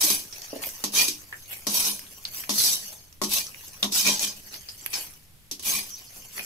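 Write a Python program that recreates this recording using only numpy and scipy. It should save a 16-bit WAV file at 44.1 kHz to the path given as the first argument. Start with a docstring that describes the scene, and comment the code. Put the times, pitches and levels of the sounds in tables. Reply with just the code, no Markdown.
"""In a kitchen, close by, a perforated steel spatula stirs nuts and coconut flakes roasting in a metal pan.
The blade lands with a clank of bursts and ringing modes, then scrapes along as tiny slips drive steel and pan.
It lifts, and the dry mix slides off and tumbles back: showers of small impacts through flake, nut and steel tones.
Single nuts tap as pitched clicks, one rattles briefly on the blade, and something hollow gives one soft thud.
Shaped noise lays a low rumble and a faint hiss underneath; a short room tail answers the near sounds."""
import sys
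import numpy as np
from scipy import signal
from scipy.fft import rfft, irfft, next_fast_len
from scipy.io import wavfile
from scipy.ndimage import uniform_filter1d, map_coordinates

SR = 44100
rng = np.random.default_rng(int(sys.argv[2]) if len(sys.argv) > 2 else 0)


def persist_wave(psi):
    """Save psi, clipped to +-1, as 16-bit WAV."""
    counts = np.round(np.clip(psi, -1, 1) * 32767).astype(np.int16)
    wavfile.write(sys.argv[1], SR, np.atleast_2d(counts).T)


N = 284826  # length in samples

# Colour of the steady hiss. Each row: frequency in Hz, density in dB per Hz.
HISS_SPECTRUM = [(100, -1.5), (250, -7), (500, -4.5), (1500, -7), (3000, -5.5), (6000, -7), (9000, -7.5),
                 (12000, -2), (15500, -13)]
# Colour of the low rumble. Each row: frequency in Hz, density in dB per Hz.
RUMBLE_SPECTRUM = [(15, 7.5), (30, -11.5), (70, -1), (130, -3.0), (190, -11.0), (600, -28.0), (3000, -79)]
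# Decay of the room. Each row: frequency in Hz, time to fall by 60 dB in seconds.
ROOM_DECAY = [(200, 0.46), (1500, 0.12), (5000, 0.099), (14000, 0.1)]
# Stereo width. Each row: frequency in Hz, gain of the side signal in dB.
STEREO_WIDTH = [(60, -8), (200, -11), (380, -7), (700, -3), (1300, 0), (2400, 1), (4400, -.5), (8000, -3),
                (15000, -2)]

# One dull rounded thud, built from two overlapping soft pushes. Each row: start in seconds, relative level in dB.
THUD_PUSHES = [(0.529, -23.5), (0.557, -26.5)]
# Hollow modes of the thud. Each row: frequency in Hz, width in Hz, relative level in dB.
THUD_MODES = [(310, 70, -4), (430, 80, -5), (540, 40, 1), (620, 55, -4), (820, 60, -10)]
# Soft push that drives the thud. Each row: frequency in Hz, gain in dB.
PUSH_SPECTRUM = [(120, -25), (280, 0), (800, 0), (1300, -35), (4000, -70)]

# Single nuts tapping pan and blade. Each row: start in seconds, relative level in dB, pitch in Hz,
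# relative level of the dry snap in dB, after-ring against the click in dB (before trim).
TAPS = [(0.3256, -35, 5560, -52, 13), (0.4186, -22.5, 5640, -34, -6), (0.637, -17, 2410, -38, -8),
        (0.6903, -30.5, 6460, -26, 5), (1.326, -20, 1820, -55, -2), (1.993, -38, 5240, -24, 10),
        (2.2518, -13, 4530, -41.5, -6.5), (2.438, -22.5, 2500, -50, -12), (3.1266, -34, 5760, -42, -10),
        (3.467, -20, 5930, -44, -5.5), (3.5451, -24.5, 2560, -46, -21), (3.829, -4.5, 3650, -33, -4),
        (4.194, -8.5, 6500, -36, -9), (4.5409, -22, 4700, -44, -4), (4.6868, -30.5, 5000, -54, 9.5),
        (4.8107, -40, 7460, -53, 10.5), (4.862, -20.5, 2700, -15.5, -13), (4.9395, -13.5, 5200, -28, 0),
        (5.137, -40, 5840, -38, 2), (6.3794, -19, 1980, -40, -11), (6.393, -18, 2440, -47, -2)]
# The blade carries the rustling mix. Each row: start in seconds, length in seconds, relative flake level in dB.
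CARRIES = [(0.135, 0.76, -49), (1.148, 0.74, -52.5), (1.996, 0.62, -50.5), (2.738, 0.2, -47.5),
           (3.442, 0.58, -50.5), (4.295, 0.71, -51), (5.803, 1, -51.5)]
# A load slides off and falls back. Each row: start in seconds, swell time in seconds, settling in dB per second,
# then the relative levels of flakes, nuts and sliding on steel in dB.
SPILLS = [(0.3, 0.09, 52, -51, -46.5, -52), (0.605, 0.029, 110, -33, -46, -46),
          (1.47, 0.049, 129, -37, -52, -66), (2.301, 0.087, 157, -34, -49.5, -41),
          (2.8, 0.049, 91.5, -43.5, -71, -42.5), (3.571, 0.07, 68, -46.5, -60, -52),
          (4.49, 0.05, 160, -45.5, -48, -51), (4.845, 0.15, 121, -35.5, -46, -46.5),
          (5.86, 0.042, 72, -53, -71, -45.5), (6.14, 0.03, 260, -42, -52.5, -49),
          (6.3, 0.078, 17, -39, -48, -50)]
# Crackle of flakes and dry skins. Each row: frequency in Hz, density in dB per Hz.
FLAKE_SPECTRUM = [(1000, -14.5), (3000, -3.5), (3700, -15), (6000, -10), (8500, -5.5), (12500, 1),
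                  (14500, -5.5), (16000, -6)]
# Patter of nuts. Each row: frequency in Hz, density in dB per Hz.
NUT_SPECTRUM = [(100, -7), (250, -3), (600, 2.5), (1400, -2), (2600, -2), (3500, -3), (6000, 5.5),
                (14000, -31)]

# The blade strikes or catches on the pan. Each row: start in seconds, relative level of the strike in dB,
# relative level of the pan body in dB, time of the chatter to fall by 60 dB in seconds.
CLANKS = [(0.0318, -5, -37, 0.1), (0.1021, -6.5, -30.5, 0.023), (0.8393, -7, -27.5, 0.043),
          (0.9374, -28, -39, 0.054), (1.0818, -6, -58, 0.05), (1.6685, -7, -26, 0.098),
          (2.4932, -9, -26.5, 0.032), (2.5018, -7.5, -34, 0.17), (3.2162, -10, -21.5, 0.11),
          (3.2354, -8.5, -31.5, 0.14), (3.827, -10.5, -26, 0.082), (3.8432, -14, -28, 0.029),
          (3.922, -11.5, -48, 0.06), (4.0654, -6.5, -46, 0.036), (4.2274, -11, -59, 0.091),
          (5.5126, -13.5, -47.5, 0.054), (5.5949, -22, -50, 0.042)]
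# Bright crack of the strike. Each row: frequency in Hz, density in dB per Hz.
CRACK_SPECTRUM = [(100, -51), (300, 12.5), (1100, -36), (1700, -11), (3500, 3.5), (6000, 11.5), (7200, 2),
                  (8700, -1), (10000, -1), (12000, 7), (15500, -51)]
# Hollow knock of the pan. Each row: frequency in Hz, density in dB per Hz.
KNOCK_SPECTRUM = [(120, -49.5), (190, 2), (270, 3), (400, -3.5), (520, -17), (620, -10), (1100, -4.5),
                  (1500, -18.5), (4000, -44)]

# Pushes of the blade across the pan, and one brief rattle of a nut on the blade (the row at 4.925 s).
# Each row: start in seconds, swell time in seconds, hold time in seconds, release in dB per second,
# then the relative levels of scrape, gritty edge and pressure on the pan in dB.
STROKES = [(0.004, 0.0063, 0.13, 192, -25.5, -25.5, -32), (0.921, 0.067, 0.026, 158, -21.5, -25.5, -25.5),
           (1.669, 0.12, 0.1, 178, -25.5, -27.5, -33), (2.52, 0.098, 0.11, 187, -23, -27.5, -39.5),
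           (3.276, 0.07, 0.029, 200, -26, -29.5, -31), (3.912, 0.05, 0.052, 121, -22.5, -28, -35),
           (4.034, 0.033, 0.023, 125, -21.5, -31, -26), (4.185, 0.046, 0.0078, 165, -27, -34.5, -31),
           (4.925, 0.01, 0.0054, 188, -32, -52, -35), (5.62, 0.068, 0.075, 142, -29.5, -30, -32)]
# Resonances of the blade. Each row: frequency in Hz, width in Hz, relative level in dB.
BLADE_MODES = [(3050, 27, -45), (3060, 11.3, 1), (3830, 71, -5), (3760, 20, -28), (4000, 9.7, 6),
               (4505, 48, 4), (4827, 19, 5.5), (5290, 7.1, 5.5), (5730, 15, -25), (5790, 23, 8.5),
               (6310, 32, 9), (6170, 19.5, -5.5), (7120, 19, 1), (7300, 33, -5), (7960, 88, 3.5),
               (8760, 33, -16.5)]
# High resonances of the blade edge. Each row: frequency in Hz, width in Hz, relative level in dB.
EDGE_MODES = [(9570, 110, -2), (9800, 80, -1), (9990, 60, 0), (11100, 90, 0), (11730, 90, 1),
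              (11970, 70, 1), (13500, 300, -8), (14600, 200, -9)]
# Low resonances of the pan. Each row: frequency in Hz, width in Hz, relative level in dB.
PAN_MODES = [(205, 10, 0), (288, 24, -9.5), (384, 20, -12.5), (470, 40, -19), (597, 30, -15),
             (700, 40, -21), (850, 30, -19), (990, 40, -20), (1088, 36, -16.5), (1880, 70, -26)]
# Upper resonances of the pan wall. Each row: frequency in Hz, width in Hz, relative level in dB.
WALL_MODES = [(1620, 41, -5), (2030, 25, -4), (2305, 24, -13), (2428, 27, 8), (2670, 32, -14),
              (2897, 61, 2), (3113, 28, -6), (3160, 100, 4)]
# Grinding of the blade. Each row: frequency in Hz, density in dB per Hz.
GRIND_SPECTRUM = [(1500, -17), (2800, -29), (3500, 0), (4600, 6), (6300, 7.5), (7000, 1), (7900, 1),
                  (8700, -24), (12000, -9.5)]
# Fine grit under the edge. Each row: frequency in Hz, density in dB per Hz.
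GRIT_SPECTRUM = [(5000, -28), (8700, 2), (9700, 5.5), (10600, 7.5), (11800, 5), (13000, 7), (14100, 5),
                 (15000, -11), (16000, -3)]
# Growl of crumbs crushed on the pan. Each row: frequency in Hz, density in dB per Hz.
GROWL_SPECTRUM = [(150, -28), (400, -17), (900, -1), (1500, -18.5), (2000, -1.5), (2500, 13), (3100, 3),
                  (4000, 10), (8000, -66)]
# Lift of the upper pan modes under a scrape. Each row: frequency in Hz, gain in dB.
BOWL_TILT = [(200, 0), (900, 8), (2000, 8)]

TOP_HZ = 15650
SCRAPE_SWELL_DB = 20  # the blade starts this far below its full bite
SAG_DB_PER_S = 22  # the push slackens as the blade climbs the pan wall
PRESSURE_EXPONENT = 1.19  # the load on the pan swings wider than the scrape
CARRY_RISE_S, SETTLE_DB_PER_S = 0.03, 143
CARRY_NUTS_DB, CARRY_SLIDE_DB = -6.5, -5  # against the flakes
MIX_SWELL_DB = 25  # the first pieces to move are this far below the full load
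# Faint taps of loose nuts while the mix is carried; levels on the scale of TAPS
STRAY_TAPS_PER_S, STRAY_DB, STRAY_SPREAD_DB = 3, -36, 4
STRAY_HZ, STRAY_SPREAD_OCTAVES, STRAY_SNAP_DB, STRAY_RING_DB = 5500, 0.5, -50, -6
CONTACT_S = np.arange(SR // 3) / SR  # seconds after a contact


def amp(db):
    """Decibels to gain."""
    return 10 ** (np.asarray(db) / 20)


def unit(x):
    """Scale to rms 1."""
    return x / np.sqrt(np.mean(x ** 2) + 1e-20)


def neutral(h):
    """Scale impulse responses to energy 1."""
    return h / np.sqrt(np.sum(h ** 2, axis=-1, keepdims=True) + 1e-20)


def along(points, hz):
    """Read (Hz, value) points along a log frequency axis."""
    f, v = np.transpose(points)
    return np.interp(np.log(hz + 1), np.log(f + 1), v)


def wobble(rate):
    """A smooth random curve with rate knots a second."""
    knots = rng.standard_normal(int(N * rate / SR) + 4)
    return map_coordinates(knots, [np.arange(N) * rate / SR])


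def through(x, h):
    """Play x through an impulse response, keeping its length."""
    return signal.fftconvolve(np.atleast_2d(x), np.atleast_2d(h), axes=1)[:, :x.shape[-1]]


def add(track, start, x):
    """Mix x into the track at a start in seconds."""
    part = track[:, max(round(start * SR), 0):][:, :x.shape[-1]]
    part += x[:, :part.shape[1]]


def colour(points, size=2048):
    """Causal impulse response with the given spectrum, by folding its cepstrum."""
    log_spectrum = np.log(amp(along(points, np.fft.rfftfreq(size, 1 / SR))))
    cepstrum = irfft(log_spectrum)
    cepstrum[1:size // 2] *= 2
    cepstrum[size // 2 + 1:] = 0
    return neutral(irfft(np.exp(rfft(cepstrum))))


def burst(t60):
    """Mid and side of a dying cloud of unresolved vibrations, down 60 dB after t60 seconds."""
    return neutral(rng.standard_normal((2, len(CONTACT_S))) * amp(-60 * CONTACT_S / t60))


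def ringing(modes, vary_db, scatter):
    """Mid and side of decaying modes; each radiates in a direction of its own."""
    h = 0
    for hz, width, db in modes:
        size, turn = rng.standard_normal(2)
        phase = np.array([[0], [scatter * turn]])  # radians, mid and side
        decay = np.exp(-np.pi * width * CONTACT_S)  # a wider mode dies faster
        h = h + amp(db + vary_db * size) * width * decay * np.sin(2 * np.pi * hz * CONTACT_S + phase)
    return neutral(h)


def pan_ring(vary_db):
    """The pan's modes; the open bowl radiates almost nothing below the lowest one."""
    low_cut = signal.butter(6, 185, "highpass", fs=SR, output="sos")
    return neutral(signal.sosfilt(low_cut, ringing(PAN_MODES, vary_db, scatter=.6)))


def contacts(rate, spread_db):
    """Tiny random impacts, rate a second, from all directions as mid and side; spread makes a few larger."""
    hit = rng.random(N) < rate / SR
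    size = amp(spread_db * np.minimum(rng.exponential(size=N), 4))
    return unit(hit * size * rng.standard_normal((2, N)))


def shifting(x, depth_db, bins=3):
    """A travelling contact point favours changing groups of modes."""
    z = signal.stft(x, nperseg=512)[2]
    field = uniform_filter1d(rng.standard_normal(z.shape[1:]), size=bins, axis=0)  # across frequency
    field = uniform_filter1d(field, size=7, axis=1)  # along time
    emphasis = unit(amp(depth_db * unit(field)))
    return signal.istft(z * emphasis, nperseg=512)[1][:, :N]


def gesture(start, swell_s, hold_s, release_db_per_s, depth_db, sag_db_per_s=0):
    """Gain of one movement: a rounded swell, a hold that may sag and an even release."""
    t = np.arange(N) / SR - start
    swell = depth_db * np.clip(1 - t / max(swell_s, 1 / SR), 0, 1) ** 2
    sag = sag_db_per_s * np.maximum(t - swell_s, 0)
    release = release_db_per_s * np.maximum(t - swell_s - hold_s, 0)
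    return (t >= 0) * amp(-swell - sag - release)


def background():
    """Low rumble with a slight drift in level and steady faint hiss, both noise shaped by a spectrum."""
    hiss = unit(through(rng.standard_normal((2, N)), colour(HISS_SPECTRUM)))
    rumble = unit(through(rng.standard_normal((2, N)), colour(RUMBLE_SPECTRUM)))
    return amp(-60) * hiss + amp(-57 + 0.95 * wobble(5)) * rumble


def kitchen(x):
    """Hard walls answer with a noise tail after 5 ms; its decay time depends on frequency."""
    hz, t, z = signal.stft(rng.standard_normal((2, SR // 2)), SR, nperseg=256)
    decay = amp(-60 * t / along(ROOM_DECAY, hz)[:, None])
    tail = signal.istft(z * decay, SR, nperseg=256)[1]
    return through(x, neutral(np.pad(tail, ((0, 0), (SR // 200, 0)))))


def thud():
    """Something hollow is nudged: two overlapping soft pushes drive its modes into one rounded thud."""
    out = np.zeros((2, N))
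    for start, db in THUD_PUSHES:
        soft = through(burst(.05), colour(PUSH_SPECTRUM))
        hollow = ringing(THUD_MODES, vary_db=1, scatter=.8)
        add(out, start, amp(db + 18) * neutral(through(soft, hollow)))
    return out


def stray_taps():
    """Rows like those of TAPS for loose nuts that touch the steel at random during each carry."""
    rows = []
    for start, length_s, _ in CARRIES:
        times = start + np.cumsum(rng.exponential(size=8)) / STRAY_TAPS_PER_S
        for time, (strength, pitch) in zip(times, rng.standard_normal((len(times), 2))):
            if time < start + length_s:
                db = STRAY_DB + STRAY_SPREAD_DB * strength
                hz = STRAY_HZ * 2 ** (STRAY_SPREAD_OCTAVES * pitch)
                rows.append((time, db, hz, STRAY_SNAP_DB, STRAY_RING_DB))
    return rows


def taps():
    """A hard nut gives a pitched click, the snap of its dry skin and a short after-ring of the steel."""
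    out = np.zeros((2, N))
    for start, db, hz, snap_db, ring_db in [*TAPS, *stray_taps()]:
        band = colour([(hz / 8, -28), (hz / 2, -14), (hz, 0), (hz * 1.36, -14), (hz * 4, -36)])
        click = amp(db + 5.5) * neutral(through(burst(0.014), band))
        snap = amp(snap_db + 12.5) * through(burst(0.0091), colour(FLAKE_SPECTRUM))
        mode = ringing([(hz, hz / 14, 0)], vary_db=0, scatter=1)
        ring = amp(db + ring_db + 11) * neutral(through(burst(0.13), mode))
        add(out, start, click + snap + ring)
    return out


def mix_motion():
    """Gains of flakes, nuts and sliding: a low rustle while the mix is carried, and a surge at each spill."""
    power = np.zeros((3, N))
    for start, length_s, db in CARRIES:
        carry = gesture(start, CARRY_RISE_S, length_s - CARRY_RISE_S, SETTLE_DB_PER_S, MIX_SWELL_DB)
        levels_db = [db, db + CARRY_NUTS_DB, db + CARRY_SLIDE_DB]
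        power += np.outer(amp(levels_db), carry) ** 2
    for start, swell_s, settling, *levels_db in SPILLS:
        spill = gesture(start, swell_s, 0, settling, MIX_SWELL_DB)
        power += np.outer(amp(levels_db), spill) ** 2
    return np.sqrt(power)


def tumbling():
    """Flakes crackle, nuts patter on the pan, and the load tickles the steel as it slides over it."""
    flake_gain, nut_gain, slide_gain = mix_motion()
    clumps = amp(1.7 * wobble(70))  # pieces fall in uneven clumps
    pan_modes = pan_ring(vary_db=1)
    steel_modes = ringing(BLADE_MODES[5:14], vary_db=1, scatter=2.5)
    crackle = flake_gain * clumps * contacts(rate=6000, spread_db=2.5)
    flakes = through(crackle, colour(FLAKE_SPECTRUM))
    patter = nut_gain * clumps * contacts(rate=1000, spread_db=0)
    nuts = through(patter, colour(NUT_SPECTRUM)) + amp(-11.5) * through(patter[0], pan_modes)
    slide = through(slide_gain * contacts(rate=1200, spread_db=0), steel_modes)
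    return shifting(flakes + nuts + slide, depth_db=4.5, bins=5)


def clanks():
    """The striking blade chatters and rings briefly; the pan answers with a hollow knock and a low bong."""
    out = np.zeros((2, N))
    for start, db, body_db, chatter_s in CLANKS:
        chatter = burst(max(chatter_s, .01))
        steel_modes = ringing([*BLADE_MODES, *EDGE_MODES], vary_db=3, scatter=2.5)
        crack = through(amp(3.5) * chatter + amp(8) * burst(0.18), colour(CRACK_SPECTRUM))
        steel = amp(3) * neutral(through(chatter, steel_modes))
        knock = amp(18) * neutral(through(burst(0.18), colour(KNOCK_SPECTRUM)))
        bong = amp(22) * pan_ring(vary_db=3)
        add(out, start, amp(db) * (crack + steel) + amp(body_db) * (knock + bong))
    return out


def stroke_motion():
    """Gains of scrape, gritty edge and pan pressure: the strongest stroke counts, and the level judders."""
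    gains = np.zeros((3, N))
    for start, swell_s, hold_s, release, scrape_db, edge_db, pressure_db in STROKES:
        push = gesture(start, swell_s, hold_s, release, SCRAPE_SWELL_DB, SAG_DB_PER_S)
        load = push ** PRESSURE_EXPONENT
        gains = np.maximum(gains, [amp(scrape_db) * push, amp(edge_db) * push, amp(pressure_db) * load])
    return gains * amp(1.46 * wobble(130) + 0.28 * wobble(35.03))  # the hand's push judders


def slips():
    """The edge catches and lets go in thousands of tiny slips a second."""
    return contacts(rate=9300, spread_db=2.5)


def scraping():
    """The edge sticks and slips over the gritty pan, driving blade and pan modes; one brief nut rattle joins in."""
    force, bite, pressure = stroke_motion()
    blade = amp(-5) * through(force * slips(), ringing(BLADE_MODES, vary_db=2.5, scatter=1.5))
    grind = amp(-3) * through(force * slips(), colour(GRIND_SPECTRUM))
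    edge = through(bite * slips(), ringing(EDGE_MODES, vary_db=1.5, scatter=0.61))
    grit = amp(-4) * through(bite * slips(), colour(GRIT_SPECTRUM))
    crush = pressure * contacts(rate=2500, spread_db=0.5)  # coarse crumbs caught under the edge
    wall = amp(-8) * through(crush, ringing(WALL_MODES, vary_db=2.5, scatter=.9))
    growl = amp(-7) * through(crush, colour(GROWL_SPECTRUM))
    bowl = neutral(through(pan_ring(vary_db=1), colour(BOWL_TILT)))
    pan = amp(-11.5) * through(crush[0], bowl)
    steel_side = shifting(blade + grind + edge + grit, depth_db=3.8, bins=2)
    pan_side = shifting(wall + growl + pan, depth_db=4.5, bins=2)
    return steel_side + pan_side


def scene():
    """All sources as mid and side, opened to left and right with a width that depends on frequency."""
    near = thud() + taps() + tumbling() + clanks() + scraping()
    mid, side = background() + amp(-11) * kitchen(near) + near
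    width = amp(along(STEREO_WIDTH, np.fft.rfftfreq(N, 1 / SR)))
    side = irfft(rfft(side) * width, N)
    return np.array([mid + side, mid - side])


def record(dry):
    """The treble ends sharply: nothing passes from the band limit upward."""
    size = next_fast_len(N + SR // 4)
    passed = np.fft.rfftfreq(size, 1 / SR) < TOP_HZ
    return irfft(rfft(dry, size) * passed, size)[:, :N]


dry = scene()
out = record(dry)
persist_wave(out)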